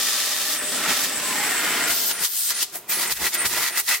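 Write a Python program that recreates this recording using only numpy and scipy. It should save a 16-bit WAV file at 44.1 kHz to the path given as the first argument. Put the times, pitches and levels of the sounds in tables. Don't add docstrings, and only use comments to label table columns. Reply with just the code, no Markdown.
import sys
import numpy as np
from scipy import signal
from scipy.fft import rfft, irfft
from scipy.io import wavfile
from scipy.ndimage import map_coordinates

SR = 44100
rng = np.random.default_rng(int(sys.argv[2]) if len(sys.argv) > 2 else 0)


def waveform_to_disk(signal):
    frames = np.transpose(np.atleast_2d(signal))
    scaled = np.clip(frames, -1, 1) * 32767
    samples = np.round(scaled).astype(np.int16)
    wavfile.write(sys.argv[1], SR, samples)


N = 176400
T = np.arange(N) / SR
HZ = np.maximum(np.arange(N // 2 + 1) * SR / N, 1)

# t/s, bass/dB, middle/dB, treble/dB, top/dB
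AIR_LEVELS = [(0.0, -38, -33, -25, -30), (0.12, -45.5, -33, -26, -33), (0.38, -42, -33.5, -28.5, -33),
              (0.54, -40.5, -33.5, -28, -29.5), (0.6, -41, -34.5, -38.5, -40),
              (0.73, -34.5, -34.5, -31, -36.5), (0.875, -33.5, -26.5, -30, -38),
              (0.895, -27.5, -23, -23.5, -31.5), (0.96, -39.5, -30, -28.0, -31),
              (1.04, -36, -31.5, -26, -27.5), (1.1, -38, -34, -34.5, -39), (1.3, -35, -31, -32.5, -35.5),
              (1.68, -33.5, -26, -31.5, -33), (1.858, -32, -27, -31, -37),
              (1.899, -34.5, -27.5, -27.5, -24.5), (1.98, -39.5, -38, -28.0, -32),
              (2.08, -39, -41, -29.5, -27), (2.114, -39, -30, -25.5, -29), (2.135, -45, -39.5, -40, -37),
              (2.185, -41.5, -36.0, -35.5, -43), (2.224, -35, -33, -31, -26.5),
              (2.251, -45, -34, -23.5, -24), (2.285, -68, -50.5, -39.5, -36), (2.37, -62, -48, -33, -26),
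              (2.485, -51, -46, -31, -28), (2.508, -43, -29.5, -25.5, -24.5),
              (2.535, -51.0, -41.5, -35.5, -44), (2.59, -47, -36.5, -30, -38),
              (2.628, -43, -36.5, -24.5, -25), (2.66, -62, -57, -43, -49), (2.71, -60, -58, -48, -54),
              (2.757, -40.5, -39.5, -41, -29), (2.805, -50, -69, -72, -48), (2.87, -51, -68, -70, -63),
              (2.895, -41, -40, -40, -29), (2.919, -42, -32.5, -27.5, -27.5), (2.98, -33, -34.5, -36, -33),
              (3.02, -37, -30, -26.5, -26.5), (3.09, -38, -34.5, -38.5, -37),
              (3.124, -34.5, -28.5, -23, -22.5), (3.138, -60, -51, -48, -41), (3.17, -66, -38, -35, -33),
              (3.185, -47, -41.0, -44, -42), (3.21, -33.5, -34.5, -31.5, -31),
              (3.27, -33, -25, -26.5, -25.5), (3.291, -48, -48, -37, -34), (3.318, -50, -45, -41.5, -37),
              (3.333, -46, -32.5, -27.5, -38), (3.347, -39, -28, -31, -18.5), (3.365, -39, -34, -35.5, -44),
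              (3.44, -35, -30.5, -42, -36), (3.459, -33.5, -22.5, -20.5, -26),
              (3.479, -42.5, -47, -39, -30), (3.52, -37, -32, -30, -31.5), (3.6, -31.5, -28, -30, -27.5),
              (3.679, -49.5, -29, -27.5, -31), (3.715, -41, -39, -43, -40.5), (3.75, -46.5, -34, -38, -39),
              (3.781, -41, -27, -25, -22), (3.801, -47, -28.5, -31, -22), (3.825, -65, -55, -45, -41),
              (3.862, -74, -52, -40, -35), (3.884, -42, -26.5, -25, -25), (3.948, -45.5, -27, -27, -29),
              (3.969, -68, -42, -36.5, -32.5), (4.0, -71.5, -45, -47, -43.5)]
# f/Hz, level/dB
BASS_COLOUR = [(70, -25), (125, -8), (180, 2.5), (260, 3), (420, -0.5), (1000, -1.5), (1600, -12.5)]
MIDDLE_COLOUR = [(500, -17), (850, -4), (1400, -1), (1950, 2), (2700, -2.5), (3600, -6.5), (7000, -35)]
TREBLE_COLOUR = [(1900, -22), (2700, -4.5), (3400, 1), (5000, 3), (8500, -2), (10500, -5), (15000, -16.5)]
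TOP_COLOUR = [(4500, -8.5), (7500, 0.5), (9000, 2.5), (11500, 2), (13800, 5.5), (16000, 0.5)]
# f/Hz, width/Hz, gain/dB
RING_FAR_OFF = [(283, 83, 10.5), (409, 89, 8.5), (610, 45, 8.5), (808, 37, 8), (1250, 160, 2.5),
                (1827, 87, 6.5), (2720, 330, 1.5), (3110, 69, 4), (3604, 90, 5.5)]
RING_OVER_TABLE = [(460, 45, 7), (670, 33, 7), (1425, 102, 7.5), (1594, 80, 5), (2150, 120, 3),
                   (3050, 120, 4.5), (5280, 76, 3)]
RING_NEAR_PALM = [(275, 51, -13.5), (353, 85, 4.5), (890, 55, 3), (1156, 38, 4.5), (1390, 57, 6),
                  (1953, 220, 6.5), (2560, 190, 3), (3070, 240, -0.5)]
# f/Hz, level/dB
STEREO_WIDTH = [(60, -21), (250, -27), (700, -14), (1400, -16.5), (2200, -9.5), (4000, -4.5), (8000, -0.5)]
# t/s, left minus right/dB
HISS_PAN = [(1.3, 0.5), (2.2, 2), (2.9, 0)]
# t/s, lag/ms
TABLE_LAG = [(0, 1.622), (0.6, 1.686), (0.85, 1.464), (1.28, 1.84), (1.55, 2.908), (4, 3.11)]
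# t/s, share (0 to 1)
TABLE_SHARE = [(0, 0.61), (1.35, 0.18), (1.8, 0.26)]
# f/Hz, level/dB
MACHINE_TONES = [(412, -61.5), (732, -63.5), (1190, -61)]
MACHINE_COLOUR = [(70, -9.5), (200, -10.5), (2500, -9.5), (16000, -23.5)]
# start/s, end/s, first f/Hz, last f/Hz, width/Hz, level/dB
RIM_WHISTLES = [ (0.57, 0.89, 8050, 7700, 600, -33.5), (0.564, 0.854, 9050, 8900, 370, -35.5),
                (1.081, 1.874, 7820, 7670, 540, -33.5), (1.082, 1.875, 8950, 8720, 1000, -37.5),
                (1.94, 2.106, 13940, 13800, 830, -26), (2.12, 2.235, 9370, 9100, 660, -33),
                (2.269, 2.514, 13840, 13850, 320, -35), (2.35, 2.496, 8450, 8480, 1200, -30.5),
                (2.545, 2.594, 9660, 9750, 710, -29.5), (2.748, 2.769, 682, 707, 67, -40.5),
                (2.892, 2.932, 13600, 13600, 990, -27), (2.93, 3.008, 10450, 9960, 900, -27.5),
                (3.066, 3.089, 9300, 7730, 1500, -25), (3.375, 3.433, 9030, 8900, 850, -29.5),
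                (3.709, 3.784, 9220, 9050, 500, -34)]
# start/s, end/s, first f/Hz, last f/Hz, gain/dB
SWEEPING_PEAKS = [ (0.757, 1.002, 1440, 1310, 6), (1.233, 1.348, 1050, 980, 10.5),
                  (1.33, 1.566, 870, 730, 5.5), (1.36, 1.57, 2080, 1790, 5.5),
                  (2.88, 2.935, 2400, 2360, 10), (2.955, 3.058, 4480, 4970, 5.5),
                  (3.32, 3.45, 2200, 1930, 4), (3.86, 4.0, 1980, 2080, 6.5), (3.92, 3.973, 2600, 2650, 10)]
# t/s, half length/s, level/dB
GUST_HITS = [(0.907, 0.022, -53), (1.922, 0.017, -49), (3.13, 0.015, -45), (3.217, 0.038, -48),
             (3.464, 0.011, -38.5), (3.526, .02, -50)]
# f/Hz, level/dB
GUST_COLOUR = [(25, -15), (60, -7), (110, -6), (160, -18), (600, -50)]


def from_db(db):
    return 10 ** (np.asarray(db) / 20)


def rms_one(x):
    return x / np.sqrt(np.mean(x ** 2) + 1e-20)


def in_time(rows):
    times, *columns = np.transpose(rows)
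    return [np.interp(T, times, column) for column in columns]


def colour(points):
    hz, db = np.transpose(points)
    return from_db(np.interp(np.log(HZ), np.log(hz), db)) * np.minimum(HZ / hz[0], 1) ** 2


def ring(peaks):
    return from_db(sum(db / (1 + (2 * (HZ - hz) / width) ** 2) for hz, width, db in peaks))


def wobble(rate_hz):
    return rms_one(irfft(rfft(rng.standard_normal(N)) / (1 + (HZ / rate_hz) ** 2), N))


def wide_noise(gain):
    mid, side = rfft(rng.standard_normal((2, N)))
    mid = irfft(mid * gain, N)
    side = irfft(side * colour(STEREO_WIDTH) * gain, N)
    return np.array([mid + side, mid - side]) / mid.std(axis=-1, keepdims=True)


def wavering_tone(hz, width_hz):
    decay = np.exp(-2 * np.pi * abs(width_hz) * .7 / SR)
    white = rng.standard_normal((2, SR * (1 + len(hz) // SR)))
    sway = signal.lfilter([1], [1, -2 * decay, decay ** 2], white[:, :len(hz)])
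    phase = 2 * np.pi * np.cumsum(hz) / SR
    return rms_one(sway[0] * np.cos(phase) + sway[1] * np.sin(phase))


def delayed(x, lag_ms):
    return map_coordinates(x, [np.arange(N) - lag_ms * SR / 1000], order=1)


def soft_gate(start, end, fade_s=0.018):
    return np.clip(np.minimum(T - start, end - T) / fade_s + .5, 0, 1)


def suction(flutter_db=1.19, roar_pan_db=-0.5):
    lifted = np.interp(T, (0.64, 1.76), (0, 1))
    arrived = np.interp(T, (1.34, 1.62), (0, 1))
    close = np.interp(T, (1.8, 2.84), (0, 1))
    place_shares = np.array([1 - lifted, lifted - arrived, arrived - close, close])
    place_rings = np.array([ring(RING_FAR_OFF), np.ones_like(HZ),
                            ring(RING_OVER_TABLE), ring(RING_NEAR_PALM)])
    flutter = flutter_db * wobble(rate_hz=160)
    roar_pan = np.full(N, roar_pan_db)
    hiss_pan, = in_time(HISS_PAN)
    bands = [(BASS_COLOUR, roar_pan), (MIDDLE_COLOUR, roar_pan),
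             (TREBLE_COLOUR, hiss_pan), (TOP_COLOUR, hiss_pan)]
    out = 0
    for (shape, pan), level in zip(bands, in_time(AIR_LEVELS)):
        air_by_place = wide_noise(colour(shape) * place_rings)
        air = (place_shares * air_by_place).sum(axis=1)
        out = out + air * from_db(level + flutter) * from_db([pan / 2, -pan / 2])
    return out


def table_echo(x, cutoff_hz=1360):
    lag_ms, = in_time(TABLE_LAG)
    share, = in_time(TABLE_SHARE)
    dull = irfft(rfft(x) / (1 + (HZ / cutoff_hz) ** 2), N)
    return np.array([share * delayed(ear, lag_ms) + .5 * share ** 2 * delayed(ear, 2 * lag_ms)
                     for ear in dull])


def small_echoes(x, count=8, share=0.17, ear_lag_ms=0.039):
    table_ms, = in_time(TABLE_LAG)
    moved_ms = table_ms - table_ms.mean()
    left, right = irfft(rfft(x) * HZ / np.hypot(HZ, 1200), N)
    out = 0
    for distance, stretch, side in rng.uniform(-1, 1, (count, 3)):
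        lag_ms = np.interp(distance, (-1, 1), (2.5, 14)) + stretch * moved_ms
        side_ms = side * ear_lag_ms
        out = out + np.array([delayed(left, lag_ms + side_ms), delayed(right, lag_ms - side_ms)])
    return share * out


def room_echo(x, level_db=-22.5, die_away_s=0.47):
    t = T[:SR // 2]
    tail = rng.standard_normal((2, len(t))) * from_db(-60 * t / die_away_s) * (t > .004)
    tail = rms_one(tail) / np.sqrt(len(t))
    return from_db(level_db) * signal.fftconvolve(x, tail, axes=1)[:, :N]


def extractor_drone(noise_db=-51.5):
    tones = sum(from_db(db) * wavering_tone(np.full(N, hz), width_hz=23) for hz, db in MACHINE_TONES)
    return tones + from_db(noise_db) * wide_noise(colour(MACHINE_COLOUR))


def rim_whistles(waver_db=2.5):
    out = np.zeros((2, N))
    for start, end, first_hz, last_hz, width_hz, db in RIM_WHISTLES:
        gate = soft_gate(start, end)
        on = gate > 0
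        pitch = np.interp(T[on], [start, end], [first_hz, last_hz])
        for ear in out:
            ear[on] += from_db(db) * gate[on] * wavering_tone(pitch, width_hz)
    return out * from_db(waver_db * wobble(rate_hz=14))


def sweeping_peaks(x, sharpness=20):
    out = x
    for start, end, first_hz, last_hz, db in SWEEPING_PEAKS:
        pitch = np.interp(T, [start, end], [first_hz, last_hz])
        width_hz = first_hz / sharpness
        decay = np.exp(-np.pi * width_hz / SR)
        shift = np.exp(2j * np.pi * np.cumsum(pitch) / SR)
        band = 2 * np.real(shift * signal.lfilter([1 - decay], [1, -decay], x / shift))
        out = out + (from_db(db) - 1) * soft_gate(start, end) * band
    return out


def gusts():
    swell = sum(from_db(db) * np.exp(-.5 * ((T - peak_s) / half_s) ** 2)
                for peak_s, half_s, db in GUST_HITS)
    return swell * wide_noise(colour(GUST_COLOUR))


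def scene():
    nozzle = sweeping_peaks(suction()) + rim_whistles()
    echoes = table_echo(nozzle) + small_echoes(nozzle) + room_echo(nozzle)
    return nozzle + echoes + gusts() + extractor_drone()


def record(dry):
    low_pass = signal.ellip(12, .1, 80, 15950, fs=SR, output="sos")
    return signal.sosfilt(low_pass, dry, axis=-1)


dry = scene()
out = record(dry)
waveform_to_disk(out)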